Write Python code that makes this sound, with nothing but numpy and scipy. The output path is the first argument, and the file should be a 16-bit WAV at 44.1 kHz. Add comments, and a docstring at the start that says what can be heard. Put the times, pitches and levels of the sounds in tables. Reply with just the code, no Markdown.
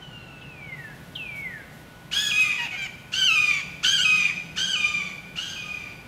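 """Far screams and two thin falling whistles; then a young hawk screams five times in the woods, moving off.
Each scream swoops up, holds, then breaks to a lower register; the syrinx doubles or triples its
period and rasps. The first scream trails off in three low yelps.
Trunks and canopy echo the calls over a low distant rumble, a faint steady whine and a high hiss."""
import sys
import numpy as np
from scipy import signal
from scipy.fft import rfft, irfft, next_fast_len
from scipy.io import wavfile
from scipy.ndimage import uniform_filter1d, map_coordinates

SR = 44100
rng = np.random.default_rng(int(sys.argv[2]) if len(sys.argv) > 2 else 0)


def wav_record(signal):
    """Record a signal, one row per channel, as 16-bit PCM in the file named by sys.argv[1]."""
    frames = np.transpose(np.atleast_2d(signal))
    bounded = np.clip(frames, -1, 1)
    # unit amplitude maps onto the largest positive 16-bit level
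    quanta = np.round(bounded * 32767).astype(np.int16)
    wavfile.write(sys.argv[1], SR, quanta)


N = 267907
TIME = np.arange(N) / SR
TOP_HZ = 15700


def amp(db):
    """dB to gain."""
    return 10 ** (np.asarray(db) / 20)


def unit(x):
    """Scale to rms 1."""
    return x / np.sqrt(np.mean(x ** 2) + 1e-20)


def ramp(x):
    """Clip to 0..1."""
    return np.clip(x, 0, 1)


def ease(x):
    """Smooth step, 0 to 1."""
    return np.sin(np.pi / 2 * ramp(x)) ** 2


def bump(x):
    """Gaussian, height 1."""
    return np.exp(-x ** 2 / 2)


def edges(t, edge_s=0.0041):
    """Soft-edged gate."""
    return ramp(np.minimum(t - t[0], t[-1] - t) / edge_s)


def along(points, hz):
    """Interpolate (f/Hz, value) points over log frequency."""
    f, values = np.transpose(points)
    return np.interp(np.log(hz + 1), np.log(f + 1), values)


def span(start_s, end_s):
    """Sample times of a call, and its progress 0..1."""
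    t = np.arange(int(start_s * SR), int(end_s * SR)) / SR
    return t, np.linspace(0, 1, len(t))


def wobble(rate_hz, t):
    """Smooth random curve, rate_hz knots a second."""
    coarse = t[::12]
    curve = map_coordinates(rng.standard_normal(1024), [(coarse - t[0]) * rate_hz], mode="wrap")
    return np.interp(t, coarse, curve)


def drift(rate_hz, t):
    """Slow complex noise, rms 1; a narrow band when put on a carrier."""
    return (unit(wobble(rate_hz, t)) + 1j * unit(wobble(rate_hz, t))) / np.sqrt(2)


def noise(spectrum, count=N):
    """Noise of rms 1, coloured by (f/Hz, level/dB) points."""
    size = next_fast_len(count + 8192)
    gain = amp(along(spectrum, np.fft.rfftfreq(size, 1 / SR)))
    return unit(irfft(rfft(rng.standard_normal(size)) * gain, size)[:count])


def woods(level_db=-46):
    """Leaves and distant rumble: broad noise plus a low wandering band."""
    # Rumble and leaf spectrum: f/Hz, level/dB
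    spectrum = [(22, -16), (50, 1), (95, 3), (150, 6), (250, 0), (400, -5), (800, -6), (1200, -10.5),
                (2000, -12.5), (3000, -14), (5000, -24), (8000, -29.5), (15500, -34)]
    # Distant drone: t/s, f/Hz, level/dB
    drone_path = [(0, 140, -51), (1.2, 154.5, -49.5), (2.4, 142.4, -63.5), (3.3, 155.7, -51.5),
                  (4.1, 177.1, -46), (4.7, 175.5, -47.5), (6.07, 164.7, -53.5)]
    bed = amp(level_db + 0.3 * wobble(1, TIME)) * noise(spectrum)
    times, *columns = np.transpose(drone_path)
    drone_hz, drone_db = (np.interp(TIME, times, column) for column in columns)
    carrier = np.exp(2j * np.pi * np.cumsum(drone_hz) / SR)
    return bed + np.sqrt(2) * amp(drone_db) * np.real(drift(55, TIME) * carrier)


def whine(level_db=-57, centre_hz=1473):
    """Faint steady tone, slightly wavering."""
    gain = amp(level_db + 0.77 * wobble(11, TIME))
    hz = centre_hz + 5 * wobble(40, TIME)
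    return np.sqrt(2) * gain * np.sin(2 * np.pi * np.cumsum(hz) / SR)


def high_hiss(onset_s=.75, level_db=-62.5, edge_s=.025):
    """Faint hiss that sets in and swells in puffs."""
    # Hiss puffs: start/s, length/s, level/dB
    puffs = [(.77, 0.099, -65.5), (0.946, 0.29, -63.5), (1.353, 0.066, -55.5), (1.718, .12, -59.5)]
    gain = amp(level_db) * ease((TIME - onset_s) / edge_s)
    for start_s, length_s, db in puffs:
        inside_s = np.minimum(TIME - start_s, start_s + length_s - TIME)
        gain = np.hypot(gain, amp(db) * ease(inside_s / edge_s + .5))
    spectrum = [(2000, -8), (6000, -6.5), (9800, -10), (11200, -5), (13500, -8.5), (15500, -16.5)]
    return gain * noise(spectrum)


def among_trees(call, start_s, echo_db, near_db=-11, near_t60_s=0.06, build_s=0.0025):
    """A call placed at start_s: direct sound, scatter off nearby limbs, long tail of the wood."""
    # Forest decay: f/Hz, T60/s
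    decay = [(300, 0.51), (1500, 0.92), (2500, 0.96), (5000, 1.0), (9000, 0.85), (15000, 0.35)]
    hz, frame_s, frames = signal.stft(rng.standard_normal(SR), SR, nperseg=256)
    frames = frames * amp(-60 * frame_s / along(decay, hz)[:, None])
    t = np.arange(SR) / SR
    tail = signal.istft(frames, SR, nperseg=256)[1][:SR] * (1 - np.exp(-t / build_s))
    near = rng.standard_normal(SR) * amp(-60 * t / near_t60_s) * (t > .003)
    path = amp(echo_db) * tail / np.linalg.norm(tail) + amp(near_db) * near / np.linalg.norm(near)
    path[0] = 1
    return np.pad(signal.fftconvolve(call, path), (round(start_s * SR), N))[:N]


def breath(phase, high, rasp, push, hiss_db, rasp_db=-11, low_share=0.59):
    """Air escaping in one puff a cycle: rasp in the throat, hiss at the beak."""
    # Throat turbulence: f/Hz, level/dB
    throat_air = [(500, -29), (1100, -16), (1500, 0.5), (1850, -13), (2400, -17), (2900, -7), (3350, -3.5),
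                  (3800, -2.5), (4300, -3), (5400, -9), (6500, -5), (8200, -25), (11500, -28.5),
                  (15500, -53)]
    # Air past the open beak: f/Hz, level/dB
    beak_air = [(4000, -36), (7000, -46), (9500, 2), (11500, 7), (13500, 8), (15500, -6)]
    turbulence = rasp * (high + low_share * (1 - high)) + push
    throat = amp(rasp_db) * turbulence * noise(throat_air, len(phase))
    beak = amp(hiss_db - 4 - 2 * high) * (1 - push) * noise(beak_air, len(phase))
    return (throat + beak) * (1 + 0.59 * np.cos(phase))


def voice(t, pitch_hz, db, rasp, split, treble_db_oct, hiss_db, root_db=0, shrill_db=0,
          onset_db=5, onset_s=0.029, spent_s=0.041):
    """Syrinx harmonics through the throat; strain shakes the tone, splits its period and adds hiss."""
    # Throat and open beak response: f/Hz, gain/dB
    throat = [(800, -20.5), (970, -15), (1250, -12), (1600, -13.5), (1950, 0), (2450, 4.5), (3250, -6),
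              (3750, -18), (4800, -16.5), (5600, -25.5), (6400, -16.5), (9300, -36.5), (11500, -49),
              (15500, -49)]
    break_hz, resonance_hz, fray_hz, shrill_hz = 1380, 2700, 7500, 9100
    effort_s, attack_s, jitter, waver = .08, 0.024, .006, 0.0067
    effort_db, rasp = uniform_filter1d([db, rasp], int(effort_s * SR), mode="nearest")
    surge_db = db - effort_db + 2.2 * wobble(47.7, t) + 2 * rasp * wobble(203.3, t)
    high = ramp(.5 + (pitch_hz - break_hz) / 120)  # 1: hoarse high register, 0: clearer low one
    hoarse = rasp * (high + .14 * (1 - high))
    fall_per_s = -np.gradient(np.log(pitch_hz)) * SR
    crack = uniform_filter1d(np.clip(fall_per_s / 11, 0, 2), 256)  # fast drops crack the voice
    push = np.exp(-(t - t[0]) / onset_s)  # first air: bright, unsteady
    spent = np.exp(-(t[-1] - t) / spent_s)  # air running out
    strain = rasp + 2 * push + 4 * spent
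    hz = pitch_hz * (1 + jitter * strain * wobble(450, t) + waver * wobble(110.1, t))
    phase = 2 * np.pi * np.cumsum(hz) / SR

    def partial(k):
        """Line at k times the pitch: surges on the throat resonance, fades at random off it."""
        line_hz = k * pitch_hz
        resonant = np.exp(-np.log2(line_hz / resonance_hz) ** 2 / .25)
        level_db = effort_db + resonant * surge_db + (1 - resonant) * 3 * wobble(32.4, t)
        level_db += along(throat, line_hz) + treble_db_oct * np.log2(k / 2)
        level_db += root_db * (k == 1) + onset_db * push * (2 < k < 6)
        level_db += shrill_db * ease((line_hz - shrill_hz) / 2000 + .5)
        gain = np.sqrt(2) * amp(level_db) * (line_hz < TOP_HZ) / np.hypot(1, crack * k / 4)
        # Uneven cycles fray the line into a band, high lines most.
        fray = .9 * hoarse * min(k / 2, 1) + spent + line_hz ** 2 / (line_hz ** 2 + fray_hz ** 2)
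        line = np.exp(1j * rng.uniform(0, 2 * np.pi)) + fray * drift(400 + 15 * k, t)
        return gain * np.real(line * np.exp(1j * k * phase)) / np.hypot(1, fray)

    # Period doubles in the high register, triples in the low.
    lowest = np.arange(1, 6)
    halves = amp(-8) * high * sum(map(partial, lowest + 1 / 2))
    thirds = amp(-8.5) * (1 - high) * sum(map(partial, np.r_[lowest + 2 / 3, lowest + 4 / 3]))
    tone = sum(map(partial, range(1, 12))) + split * (halves + thirds)
    air = amp(effort_db) * breath(phase, high, rasp, push, hiss_db)
    return edges(t) * ramp((t - t[0]) / attack_s) * (tone + air)


def far_screams():
    """Tails of distant screams, sagging and fading."""
    # Far calls: start/s, end/s, first f/Hz, last f/Hz, level/dB, fade/dB, rasp/0-1
    calls = [(0, .5, 1551, 1314, -46.5, 12.5, 0.17), (.62, 0.98, 1580, 1320, -56.5, 7, 0.5)]
    track = np.zeros(N)
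    for start_s, end_s, first_hz, last_hz, db, fade_db, rasp in calls:
        t, progress = span(start_s, end_s)
        pitch_hz = last_hz + (first_hz - last_hz) * (1 - progress) ** 2.5
        call = voice(t, pitch_hz, db - fade_db * progress, np.full(len(t), rasp), split=0.04,
                     treble_db_oct=-2.5, hiss_db=-50, onset_db=-21)
        track += among_trees(call, start_s, echo_db=-4.5)
    return track


def whistle(t, pitch_hz, db, waver=0.0055, fray=0.038, chip_s=0.022, flutter_db=2.5):
    """Harsh chip, then a nearly pure tone."""
    # Whistle partials: harmonic number, level/dB
    harmonics = [(1, -2.5), (4, -40), (6, -35)]
    phase = 2 * np.pi * np.cumsum(pitch_hz * (1 + waver * wobble(222, t))) / SR
    tone = np.zeros(len(t))
    for k, level_db in harmonics:
        line = (1 + fray * drift(400, t)) * np.exp(1j * k * phase)
        tone += np.sqrt(2) * amp(level_db) * (k * pitch_hz < 13500) * np.real(line)
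    chip = noise([(2400, -48), (3000, 0), (3600, -11), (4000, -14), (4600, -45)], len(t))
    chip *= amp(-1) * np.exp(-(t - t[0]) / chip_s)
    return edges(t) * amp(db + flutter_db * wobble(78.2, t)) * (tone + chip)


def whistles(chip_hz=937, drop_s=.006, resonance_hz=2087, steady_share=0.32, release_s=0.1):
    """Each falls in two flattening slides joined at a knee, and flares through a resonance."""
    # Whistles: start/s, knee/s, end/s, top f/Hz, knee f/Hz, last f/Hz, first slide exponent,
    # first level/dB, knee level/dB
    calls = [(0.409, 0.675, .96, 2960, 2234, 1593, 1.6, -49.5, -41.5),
             (1.152, 1.431, 1.644, 2990, 2194, 1560, 3.1, -34, -36.5)]
    track = np.zeros(N)
    for start_s, knee_s, end_s, top_hz, knee_hz, last_hz, bend, first_db, knee_db in calls:
        t, _ = span(start_s, end_s)
        before = ramp((knee_s - t) / (knee_s - start_s))
        after = ramp((end_s - t) / (end_s - knee_s))
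        height = steady_share * before + (1 - steady_share) * before ** bend
        pitch_hz = last_hz + (knee_hz - last_hz) * after ** 1.3 + (top_hz - knee_hz) * height
        pitch_hz += chip_hz * np.exp(-(t - start_s) / drop_s)
        flare_db = 7.5 * bump((pitch_hz - resonance_hz) / 45)
        release_db = 12 * ramp(1 - (end_s - t) / release_s)
        db = knee_db + (first_db - knee_db) * before + flare_db - release_db
        track += among_trees(whistle(t, pitch_hz, db), start_s, echo_db=-9.5)
    return track


def yelps():
    """Short low notes after the first scream; each holds, then droops."""
    # Yelps: start/s, end/s, crest f/Hz, last f/Hz, level/dB, rasp/0-1, treble/(dB/oct)
    calls = [(2.574, 2.678, 960, 726, -31, 1, -4.5), (2.705, 2.77, 744, 701, -37.5, 1, -2.5),
             (2.763, 2.872, 793, 694, -35.5, 0, 1)]
    track = np.zeros(N)
    for start_s, end_s, crest_hz, last_hz, db, rasp, treble_db_oct in calls:
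        t, progress = span(start_s, end_s)
        pitch_hz = crest_hz + (last_hz - crest_hz) * progress ** 5.4
        call = voice(t, pitch_hz, np.full(len(t), db), np.full(len(t), rasp), split=0.3,
                     treble_db_oct=treble_db_oct, hiss_db=-26.5, onset_s=.012, spent_s=0.03)
        track += among_trees(call, start_s, echo_db=-10.5)
    return track


def scream_contour(start_s, break_s, end_s, crest_hz, brink_hz, low_hz, last_hz, lift_hz,
                   accent_db, swell_db, high_db, low_db, high_rasp, low_rasp, split):
    """Voice controls for one scream: swoop to the crest, break, tiring low register."""
    # Brief falters on the crests: t/s, pitch drop/Hz, level drop/dB
    falters = [(2.245, 37.5, 3), (3.229, 44.5, -6), (3.99, 85.5, 0.5), (4.68, -0.5, 4.5)]
    start_hz, swoop_s, crest_end_s, settle_s = 1287, .09, .13, .065
    crack_hz, crack_s, attack_s, release_s = 326, 0.019, 0.054, 0.058
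    t, _ = span(start_s, end_s)
    age_s = t - start_s
    swoop = ramp(age_s / swoop_s)
    broken = ease((t - break_s) / .02 + .5)
    late = ramp((t - break_s) / (end_s - break_s))
    swell = bump((t - break_s - .1) / .03)

    def registers(high, low):
        """Crossfade at the break."""
        return high + broken * (low - high)

    upper_hz = start_hz + (crest_hz - start_hz) * np.sin(np.pi / 2 * swoop)
    upper_hz += (brink_hz - crest_hz) * ease((age_s - crest_end_s) / settle_s)
    # Opening crack: shoots from below the pitch to above it.
    upper_hz += crack_hz * (2 * age_s / crack_s - 1) * (1 - ease((age_s - crack_s) / 0.00399))
    lower_hz = low_hz + (last_hz - low_hz) * late ** 2.2 + lift_hz * swell
    pitch_hz = registers(upper_hz, lower_hz) * (1 + registers(.016, .006) * wobble(50, t))
    opening_db = accent_db * bump((age_s - 0.02) / 0.023) - 8.5 * (1 - ramp(age_s / attack_s))
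    closing_db = swell_db * swell - 8.5 * late ** 2 - 6 * ramp(1 - (end_s - t) / release_s)
    for at_s, drop_hz, drop_db in falters:
        falter = bump((t - at_s) / .013)
        pitch_hz -= drop_hz * falter
        opening_db -= drop_db * falter
    db = registers(high_db + opening_db, low_db + closing_db)
    tired = 1 + 0.64 * (2 * late - 1)
    rasp = ramp(registers(1 + (high_rasp - 1) * ease(swoop), low_rasp * tired))
    return t, pitch_hz, db, rasp, split * registers(0.39, 2 * late * tired)


def hawk_screams():
    """Five screams, each on its own path through the trees."""
    # Screams: start/s, break/s, end/s, crest f/Hz, pre-break f/Hz, low f/Hz, last f/Hz, swell lift/Hz,
    # accent/dB, swell/dB, high level/dB, low level/dB, high rasp/0-1, low rasp/0-1, splitting/0-1,
    # fundamental/dB, treble/(dB/oct), shrill overtones/dB, echo/dB, beak hiss/dB
    calls = [(2.11, 2.311, 2.572, 1694, 1700, 1240, 1148, 46, -2.5, 5, -19, -26.5, 0.34, 0.62, 0.38, -3, .5, 11, -6, -30),
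             (3.116, 3.352, 3.62, 1579, 1309, 1229, 1099, 10.5, -1.5, -1, -21, -24, 0.2, 1, 0.32, -2.5, 0.1, 2.5, -9.5, -29.5),
             (3.826, 4.044, 4.315, 1582, 1530, 1254, 1158, 5.5, 6, -1, -19.5, -24, 0.25, 1, 0.31, -0.5, 1, 4, -7.5, -32),
             (4.557, 4.755, 5.12, 1583, 1523, 1230, 1109, -16.5, 4.5, 7, -23, -32.5, 0.25, 1, 0.16, -1, 0.4, 3.5, -5, -40),
             (5.353, 5.559, 5.94, 1583, 1598, 1249, 1139, -14, 8, -0.5, -34, -40.5, 0.8, 1, 0.32, -2.5, -1.5, 3, -2.5, -26)]
    track = np.zeros(N)
    for start_s, *shape, root_db, treble_db_oct, shrill_db, echo_db, hiss_db in calls:
        call = voice(*scream_contour(start_s, *shape), treble_db_oct, hiss_db, root_db, shrill_db)
        track += among_trees(call, start_s, echo_db)
    return track


def scene():
    """Calls over the sound of the wood, mono."""
    calls = hawk_screams() + yelps() + far_screams() + whistles()
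    return (calls + woods() + whine() + high_hiss())[None]


def record(dry):
    """Brick-wall low-pass at TOP_HZ."""
    size = next_fast_len(N + SR // 2)
    passband = np.fft.rfftfreq(size, 1 / SR) < TOP_HZ
    return irfft(rfft(dry, size) * passband, size)[:, :N]


dry = scene()
out = record(dry)
wav_record(out)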